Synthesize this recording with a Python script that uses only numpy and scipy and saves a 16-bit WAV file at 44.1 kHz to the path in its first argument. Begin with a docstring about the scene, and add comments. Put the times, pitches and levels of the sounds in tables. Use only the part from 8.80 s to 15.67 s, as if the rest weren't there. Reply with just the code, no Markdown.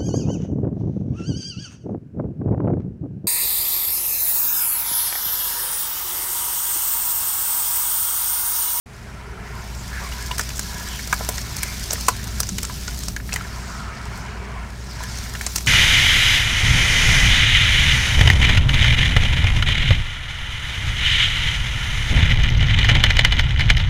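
"""Wet sand in a tub of muddy water.

Two hands scoop up sand, crumble it back in, sweep the water and scoop again. The sand fizzes as it
breaks, clods slap the surface and trap bubbles that plop, and water swishes round the fingers.
A machine hums and rumbles in the background of the small room."""
import sys
import numpy as np
from scipy import signal
from scipy.fft import rfft, irfft
from scipy.io import wavfile

SR = 44100
rng = np.random.default_rng(int(sys.argv[2]) if len(sys.argv) > 2 else 0)


def log_audio(samples):
    """Write samples as a 16-bit WAV file to the path given in sys.argv[1]."""
    # one column per channel
    frames = np.atleast_2d(samples).T
    # limit to full scale, then quantise
    limited = np.clip(frames, -1, 1)
    pcm = np.round(limited * 32767).astype(np.int16)
    wavfile.write(sys.argv[1], SR, pcm)


N = 302967
TIME = np.arange(N) / SR

# Two handfuls breaking up: t/s, coarse grain level/dB, fine grit level/dB
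CRUMBLING = [(0.08, -62.5, -74), (0.16, -50.5, -65), (0.54, -55, -73), (0.74, -45.5, -57.5),
             (1.26, -37.5, -49.5), (2.56, -34.5, -44), (2.64, -36, -47), (3.3, -32.5, -44.6),
             (3.34, -37, -49), (4.26, -37.5, -48), (4.42, -49, -54), (4.54, -36.2, -47), (4.6, -41.5, -55),
             (5.0, -40.5, -60), (5.1, -45, -73), (5.4, -43, -58), (5.52, -46.5, -88), (5.84, -50.2, -70),
             (6.4, -34.5, -51), (6.52, -39.5, -50), (6.78, -34.5, -42), (6.86, -41, -49)]
# Fizz spectrum: f/Hz, level/dB
SAND_SPECTRUM = [(1000, -21), (2000, -7), (3200, -2), (4300, 0), (5400, 1.5), (7500, -3.5), (9000, -5.5),
                 (10500, -8.5), (14700, -7), (16000, -18)]
def sand(grain_hz=7000, grit_db_per_octave=39):
    """Thousands of grains part and hit the water, with crumbs snapping off among them."""
    def tone_db(hz, t):
        grit_db = curve(CRUMBLING, t, column=2) - curve(CRUMBLING, t)
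        sizzle_db = (grit_db + 10) * hump(hz, 13800, octaves=.39)
        pitch_hz = grain_hz * 2 ** (grit_db / grit_db_per_octave)  # less grit, lower pitch
        return at_hz(SAND_SPECTRUM, hz) + sizzle_db + 2.04 * hump(hz, pitch_hz, octaves=.42)

    grains = unit(clicks(per_s=7000, spread_db=3.5)) + amp(4.5) * rng.standard_normal(N)
    grains *= amp(drift(rate_hz=110))
    fizz = unit(grains) + amp(-6) * crackle()
    return moving_filter(fizz, tone_db, patchy_db=1.6) * amp(curve(CRUMBLING, TIME) - .05)


def crackle(decay_s=.0014):
    """Crumbs snap off in tiny bursts, brighter than the fizz."""
    fade = np.exp(-np.arange(600) / SR / decay_s)
    bursts = signal.oaconvolve(abs(clicks(per_s=90, spread_db=2)), fade)[:N]
    return unit(colour(bursts * rng.standard_normal(N), lambda hz: 9 * hump(hz, 12200, octaves=.99)))


# Clod impacts: t/s, level/dB, rise/s, decay/s, sizzle/dB
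CLOD_HITS = [(1.5819, -18, .0007, .0038, -6), (1.5944, -18.5, .0007, .0036, -8),
             (1.6123, -20.5, .0028, .0023, -17), (1.6921, -22, .0005, .0017, -11),
             (1.7942, -14.5, .0005, 0.0022, -5), (2.3279, -16.5, .0009, 0.0023, -7),
             (2.342, -21, .0015, .0021, -1), (2.4898, -13.5, 0.00045, 0.0034, 0),
             (2.5808, -20.5, .0005, .0025, -34), (2.767, -20, .0005, 0.0023, -3),
             (2.8321, -12.5, 0.00037, 0.0026, -0.5), (3.109, -15, 0.0023, 0.0015, -38),
             (3.1317, -14, .0005, 0.0037, 0), (3.2098, -23, .0005, .0031, -5),
             (3.285, -9, .0014, 0.0035, -7), (3.604, -11.5, 0.0024, 0.0022, -3.5),
             (3.633, -16.5, 0.00042, 0.0014, -36), (3.691, -18.5, .001, 0.003, -17),
             (3.784, -17, 0.00036, 0.0017, -8), (3.8317, -20, 0.0022, .0037, -4),
             (3.8516, -19, .0005, .0021, -15), (4.0803, -22.5, .002, .002, -33),
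             (4.2354, -22.5, .0005, .002, -18), (4.284, -18, .0004, .0026, -11),
             (4.3642, -23.5, 0.00065, .0022, -14), (4.5306, -18.5, .0005, 0.0018, -20),
             (4.5387, -18, 0.00055, .0033, -11), (4.5608, -20, .0005, .0011, -6),
             (6.2383, -27.5, 0.0029, 0.0024, -7), (6.6123, -27, .0005, 0.0078, -5),
             (6.665, -15.5, 0.00046, 0.0048, -17), (6.7612, -12, 0.0022, 0.0023, -9),
             (6.784, -19.5, .0039, .0017, -12), (6.8625, -24, .0005, 0.006, -15)]
def clods():
    """Big clods slap the water."""
    out = np.zeros(N)
    for hit in CLOD_HITS:
        splat(out, *hit)
    return out


# Sand dropping from lifted hands: start/s, end/s
FALL_SPANS = [(1.55, 4.3), (6.3, 6.85)]
def crumbs(per_s=9.9):
    """Small lumps drop at random, harder when more sand is breaking."""
    out = np.zeros(N)
    for start_s, end_s in FALL_SPANS:
        span_s = end_s - start_s
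        for place, size in rng.random((int(per_s * span_s), 2)):
            t_s = start_s + place * span_s
            db = curve(CRUMBLING, t_s) + 8.5 + 5 * (size - .5)
            splat(out, t_s, db, rise_s=.0007, decay_s=.0021, sizzle_db=-11)
    return out


# Spray spectrum: f/Hz, level/dB
SPRAY_SPECTRUM = [(150, -8), (500, -3.5), (1500, -1.5), (3000, -8), (5500, 0), (8000, 1), (11000, -0.5),
                  (15000, 1)]
def splat(out, t_s, db, rise_s, decay_s, sizzle_db):
    """Adds one impact: loose grains land first, then the lump bursts into a spray of sharp ticks."""
    def tone_db(hz):
        spray_db = at_hz(SPRAY_SPECTRUM, hz) + 5 * hump(hz, 6470, octaves=.44)
        return spray_db + sizzle_db * hump(hz, 13850, octaves=.47)

    lead_s = .012
    t = np.arange(4096) / SR - lead_s
    ticks = rng.standard_normal(len(t))
    ticks *= amp(3.9 * np.clip(rng.standard_normal(len(t)), -2, 2))
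    burst = np.exp(np.minimum(t / rise_s, -t / decay_s))
    loose_grains = amp(-21.5) * np.exp(np.minimum(t / .003, -t / .012))
    envelope = np.hypot(burst, loose_grains)
    add(out, t_s - lead_s, amp(db + .96) * shaped_burst(ticks, envelope, tone_db))


# Air trapped under clods: t/s, level/dB, f/Hz, t60/s
AIR_POCKETS = [(1.322, -23, 2840, .027), (1.510, -17, 970, 0.053), (1.513, -13, 2840, 0.021),
               (1.58, -18, 1590, .018), (1.594, -5.5, 1310, 0.0085), (1.703, -19.5, 2580, .011),
               (1.791, -21, 1570, 0.028), (2.192, -18.5, 1760, .022), (2.327, -1.5, 1510, 0.017),
               (2.331, -8, 1240, 0.02), (2.408, -13, 760, .016), (2.488, -10.5, 630, 0.012),
               (2.580, -16, 1870, .015), (2.831, -11.5, 2170, 0.0085), (3.131, -15.5, 630, .011),
               (3.156, -21.5, 1800, .024), (3.180, -22, 1270, .014), (3.283, -2, 1083, 0.035),
               (3.2845, -14, 462, 0.022), (3.285, -12, 1450, 0.027), (3.784, -12, 2930, 0.0074),
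               (3.842, -22, 1300, 0.014), (3.897, -16, 1090, 0.012), (4.079, -19, 1425, 0.029),
               (4.364, -15, 1680, 0.028), (4.400, -22.5, 1720, .022), (4.491, -18.5, 1890, 0.013),
               (4.523, -15, 2570, .028), (4.560, -10.5, 1950, .022), (4.609, -19.5, 1360, .031),
               (6.205, -18, 937, 0.028), (6.237, -19.5, 1700, .02), (6.55, -13.5, 1750, 0.012),
               (6.610, -13.5, 1740, 0.017)]
def plops(smack_rise_s=.0009, smack_decay_s=.0042, lag_s=.0008):
    """Each cavity rings briefly while its collapsing wall gives a ragged, wider smack."""
    out = np.zeros(N)
    t = np.arange(2048) / SR
    envelope = (1 - np.exp(-t / smack_rise_s)) * np.exp(-t / smack_decay_s)
    for t_s, db, hz, t60_s in AIR_POCKETS:
        tone_db = lambda f: 22 * hump(f, hz * 1.1, octaves=1.25) + tub_db(f)
        smack = shaped_burst(rng.standard_normal(len(t)), envelope, tone_db)
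        add(out, t_s + lag_s, amp(db - 3) * bubble(hz, t60_s, rise=.038, attack_s=.0001))
        add(out, t_s + lag_s, amp(db - 8.6) * smack)
    return out


def bubble(hz, t60_s, rise, attack_s):
    """A pocket of air rings and climbs in pitch as it nears the surface."""
    t = np.arange(int(t60_s * SR)) / SR
    envelope = np.exp(-np.log(1000) * t / t60_s) * (1 - np.exp(-t / attack_s))
    return np.sin(2 * np.pi * hz * t * (1 + rise * t / t60_s)) * envelope


# Stirring by hands and falling sand: t/s, level/dB, typical bubble f/Hz
STIRRING = [(0.08, -55, 1200), (0.12, -46.5, 1350), (0.78, -39, 1170), (0.98, -43, 940),
            (1.18, -36.5, 1780), (1.8, -44, 1230), (2.0, -37.5, 1150), (2.26, -42.5, 2170),
            (2.32, -39.5, 1420), (3.6, -41.5, 1580), (3.74, -62, 1060), (3.84, -49.5, 1420),
            (4.12, -43, 1950), (4.44, -60, 860), (4.56, -37.5, 1770), (4.64, -39.5, 1240),
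            (4.94, -38, 1240), (5.84, -37.5, 1100), (6.0, -46, 1260), (6.18, -39, 1550), (6.7, -42.5, 1760),
            (6.86, -50.6, 1040)]
# Swish spectrum: f/Hz, level/dB
WATER_SPECTRUM = [(250, -7), (400, -5), (520, -4), (800, -1.5), (1300, 1.5), (2200, 3.5), (3100, 0.5),
                  (5000, -35)]
def water():
    """A swarm of tiny, quickly damped bubbles in a soft wash, coloured by the tub."""
    def tone_db(hz, t):
        bubbles_db = 4 * hump(hz, curve(STIRRING, t, column=2), octaves=.52)
        return at_hz(WATER_SPECTRUM, hz) + tub_db(hz) + bubbles_db

    swarm = np.zeros(N)
    for hz in np.geomspace(550, 3400, 20):
        ring = bubble(hz, t60_s=14 / hz, rise=.048, attack_s=.00051)
        swarm += signal.oaconvolve(clicks(per_s=120, spread_db=2.5), ring)[:N]
    wash = unit(swarm) + amp(10.5) * rng.standard_normal(N)
    return moving_filter(wash, tone_db, patchy_db=2) * amp(curve(STIRRING, TIME) - .37)


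# Big air pockets rolling up: t/s, level/dB, f/Hz, t60/s
DEEP_BUBBLES = [(3.718, -21, 191, 0.18), (4.269, -29, 178.6, 0.35), (4.469, -35, 172.5, 0.67)]
def glugs():
    """Large bubbles ring low under the sinking sand."""
    out = np.zeros(N)
    for t_s, db, hz, t60_s in DEEP_BUBBLES:
        add(out, t_s, amp(db) * bubble(hz, t60_s, rise=.033, attack_s=.0014))
    return out


# Finger squeezes: peak t/s, length/s, level/dB, f/Hz
SQUEEZES = [(.78, 0.24, -44, 1000), (1.0, .1, -43, 7000), (1.163, 0.19, -35, 1645),
            (1.241, .14, -37.5, 1117), (2.139, 0.19, -39.5, 3090), (2.87, 0.41, -39.5, 2240),
            (4.9, .5, -51, 6930), (5.05, 0.69, -40, 1320), (5.752, .4, -43, 1080),
            (6.116, 0.068, -39.5, 4940), (6.36, .3, -45, 5770)]
def squelches(fall_octaves=.22):
    """Water and grit forced through the fingers hiss in a band that falls as the gap fills."""
    out = np.zeros(N)
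    for peak_s, length_s, db, hz in SQUEEZES:
        glide_hz = hz * 2 ** (fall_octaves * np.linspace(.5, -.5, int(length_s * SR)))
        add(out, peak_s - length_s / 2, amp(db) * swell(glide_hz, width_hz=.16 * hz))
    return out


# Sand running through the gap under a lifted lump: peak t/s, length/s, level/dB
GAP_STROKES = [(1.41, 0.35, -45), (2.0, 0.49, -44), (6.24, .18, -43.5)]
# Gap resonances: f/Hz, width/Hz, level/dB
GAP_MODES = [(986, 56, -1), (1670, 93, 1)]
# Sand pushed along the tub floor: peak t/s, length/s, level/dB
FLOOR_STROKES = [(.58, .8, -47.5), (5.6, .65, -47)]
# Resonance of a push: f/Hz, width/Hz, level/dB
FLOOR_MODES = [(415.5, 71, 0.5)]
def sliding_sand():
    """Sliding sand keeps hollow resonances sounding for the length of each stroke."""
    out = np.zeros(N)
    for strokes, modes in [(GAP_STROKES, GAP_MODES), (FLOOR_STROKES, FLOOR_MODES)]:
        for peak_s, length_s, db in strokes:
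            for hz, width_hz, mode_db in modes:
                ring = swell(np.full(int(length_s * SR), hz), width_hz)
                add(out, peak_s - length_s / 2, amp(db + mode_db) * ring)
    return out


# Tub air resonances: f/Hz, width/octaves, lift/dB
TUB_MODES = [(433, 0.17, 7.5), (710, 0.13, 8.5), (988, 0.071, 12), (1380, 0.11, 6.5), (1727, 0.13, 6),
             (2225, 0.081, 5)]
def tub_db(hz):
    """Lift that the hollow of the tub gives each frequency."""
    return sum(db * hump(hz, centre_hz, octaves) for centre_hz, octaves, db in TUB_MODES)


# Room decay: f/Hz, t60/s
ROOM_T60 = [(200, 0.15), (1200, 0.091), (5000, 0.055), (15000, 0.051)]
def room(x, wall_db=-11, tail_db=-18, echoes_per_s=3000):
    """Quick echoes off the tub wall, then the short tail of the room."""
    t = np.arange(SR // 3) / SR
    taps = rng.choice([-1., 1.], len(t)) * (rng.random(len(t)) < echoes_per_s / SR) * (t > .004)
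    hz, frame_s, spectra = signal.stft(taps, SR, nperseg=256)
    decay = np.exp(-np.log(1000) * frame_s / at_hz(ROOM_T60, hz)[:, None])
    tail = signal.istft(spectra * decay, SR, nperseg=256)[1]
    echoes = amp(tail_db) * tail / np.linalg.norm(tail)
    for delay_s, share in [(.0014, .17), (.0031, .36), (.0068, .5)]:
        echoes[round(delay_s * SR)] += amp(wall_db) * share
    return x + signal.oaconvolve(x, echoes)[:N]


# Machine, swelling in, then nearly steady: t/s, hum level/dB, rumble level/dB
MACHINE_LEVELS = [(0.06, -42.5, -41.5), (0.9, -31.2, -37.5), (2.8, -34, -35), (3.8, -32, -33.5),
                  (4.9, -34.5, -35.5), (6.8, -31, -37)]
# Rumble spectrum: f/Hz, level/dB
RUMBLE_SPECTRUM = [(15, -19), (28, -7), (40, -0.5), (55, 0.5), (75, -0.5), (100, 1), (120, 1), (150, -5.5),
                   (190, -4), (240, -9.5), (310, -20), (410, -15), (500, -35), (900, -48.5)]
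def machine(hum_hz=59.5):
    """A machine's wavering hum in low rumble."""
    cycles = hum_hz * TIME + .051 * drift(rate_hz=3.9)
    hum = unit(np.sin(2 * np.pi * cycles)) * amp(drift(rate_hz=5.3))
    rumble = noise(RUMBLE_SPECTRUM) * amp(curve(MACHINE_LEVELS, TIME, column=2) + 1.5)
    return hum * amp(curve(MACHINE_LEVELS, TIME) - .8) + rumble


# Room noise spectrum: f/Hz, level/dB
AIR_SPECTRUM = [(200, -23), (320, -3.5), (410, 2), (510, -4.5), (620, 1), (1000, -5), (1800, -8),
                (2150, -4.5), (2600, -10), (3200, -14), (8000, -18.5), (11500, -22.5), (13000, -44),
                (15500, -54)]
def room_noise(level_db=-47.5):
    """Steady noise of the room."""
    return amp(level_db) * noise(AIR_SPECTRUM)


def amp(db):
    """Decibels to gain."""
    return 10 ** (np.asarray(db) / 20)


def unit(x):
    """Scales to rms 1."""
    return x / np.sqrt(np.mean(x ** 2) + 1e-20)


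def curve(rows, t, column=1):
    """One column of a control table at the times t."""
    rows = np.asarray(rows)
    return np.interp(t, rows[:, 0], rows[:, column])


def at_hz(points, hz):
    """Interpolates on a log-frequency axis."""
    f, value = np.transpose(points)
    return np.interp(np.log(hz + 1), np.log(f + 1), value)


def add(mix, t_s, sound):
    """Mixes a sound in at t_s."""
    part = mix[max(round(t_s * SR), 0):][:len(sound)]
    part += sound[:len(part)]


def hump(hz, centre_hz, octaves):
    """Bell curve of height 1 around a frequency."""
    return np.exp(-.5 * (np.log2((hz + 1) / centre_hz) / octaves) ** 2)


def colour(x, tone_db, size=4096):
    """Causal filter with gain tone_db(hz)."""
    hz = abs(np.fft.fftfreq(size, 1 / SR))
    log_gain = np.log(amp(np.maximum(tone_db(hz), -100)))
    taps = np.fft.ifft(np.exp(np.conj(signal.hilbert(log_gain)))).real
    return signal.oaconvolve(x, taps[:size // 2])[:len(x)]


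def shaped_burst(x, envelope, tone_db):
    """Enveloped, filtered noise with the energy of its envelope."""
    burst = colour(x * envelope, tone_db)
    return burst * np.linalg.norm(envelope) / np.linalg.norm(burst)


def moving_filter(x, tone_db, patchy_db):
    """Filters by tone_db(hz, t) plus random patches; output rms 1."""
    frames = dict(fs=SR, nperseg=512, noverlap=384)
    hz, t, spectra = signal.stft(x, **frames)
    blur = np.outer(np.hanning(11), np.hanning(15))
    patches = unit(signal.fftconvolve(rng.standard_normal(spectra.shape), blur, "same"))
    gain = amp(tone_db(hz[:, None], t) + patchy_db * patches)
    return unit(signal.istft(spectra * gain, **frames)[1][:N])


def noise(spectrum):
    """Steady noise of a given spectrum, rms 1."""
    gain = amp(at_hz(spectrum, np.fft.rfftfreq(N, 1 / SR)))
    return unit(irfft(rfft(rng.standard_normal(N)) * gain, N))


def drift(rate_hz):
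    """Smooth random wandering, rms 1."""
    hz = np.fft.rfftfreq(N, 1 / SR)
    return unit(irfft(rfft(rng.standard_normal(N)) * np.exp(-(hz / rate_hz) ** 2) * (hz > 0), N))


def clicks(per_s, spread_db):
    """Random impulses, many small and a few large."""
    size = amp(spread_db * np.minimum(rng.exponential(1, N), 5))
    return size * rng.choice([-1, 1], N) * (rng.random(N) < per_s / SR)


def swell(hz, width_hz):
    """A noise band that follows the curve hz, swelling and fading once."""
    lowpass = signal.butter(2, width_hz / 2, fs=SR, output="sos")
    flow = signal.sosfilt(lowpass, rng.standard_normal((2, len(hz))))
    carrier = np.exp(2j * np.pi * np.cumsum(hz) / SR)
    band = ((flow[0] + 1j * flow[1]) * carrier).real
    return unit(band) * np.hanning(len(hz))


def scene():
    """Mono mix just above the tub; only the impacts echo."""
    bed = sand() + water() + glugs() + machine() + room_noise()
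    impacts = room(plops() + clods() + crumbs())
    hands = squelches() + sliding_sand()
    return (bed + impacts + hands)[None]


def record(dry):
    """Clips at full scale, fades in after a moment of silence and limits the band."""
    start_s, fade_s, cutoff_hz = .058, .006, 15900
    fade_in = np.clip((TIME - start_s) / fade_s, 0, 1)
    lowpass = signal.firwin(401, cutoff_hz, window=("kaiser", 9), fs=SR)
    return signal.oaconvolve(np.clip(dry, -1, 1) * fade_in, lowpass[None], "same")


dry = scene()
out = record(dry)
log_audio(out)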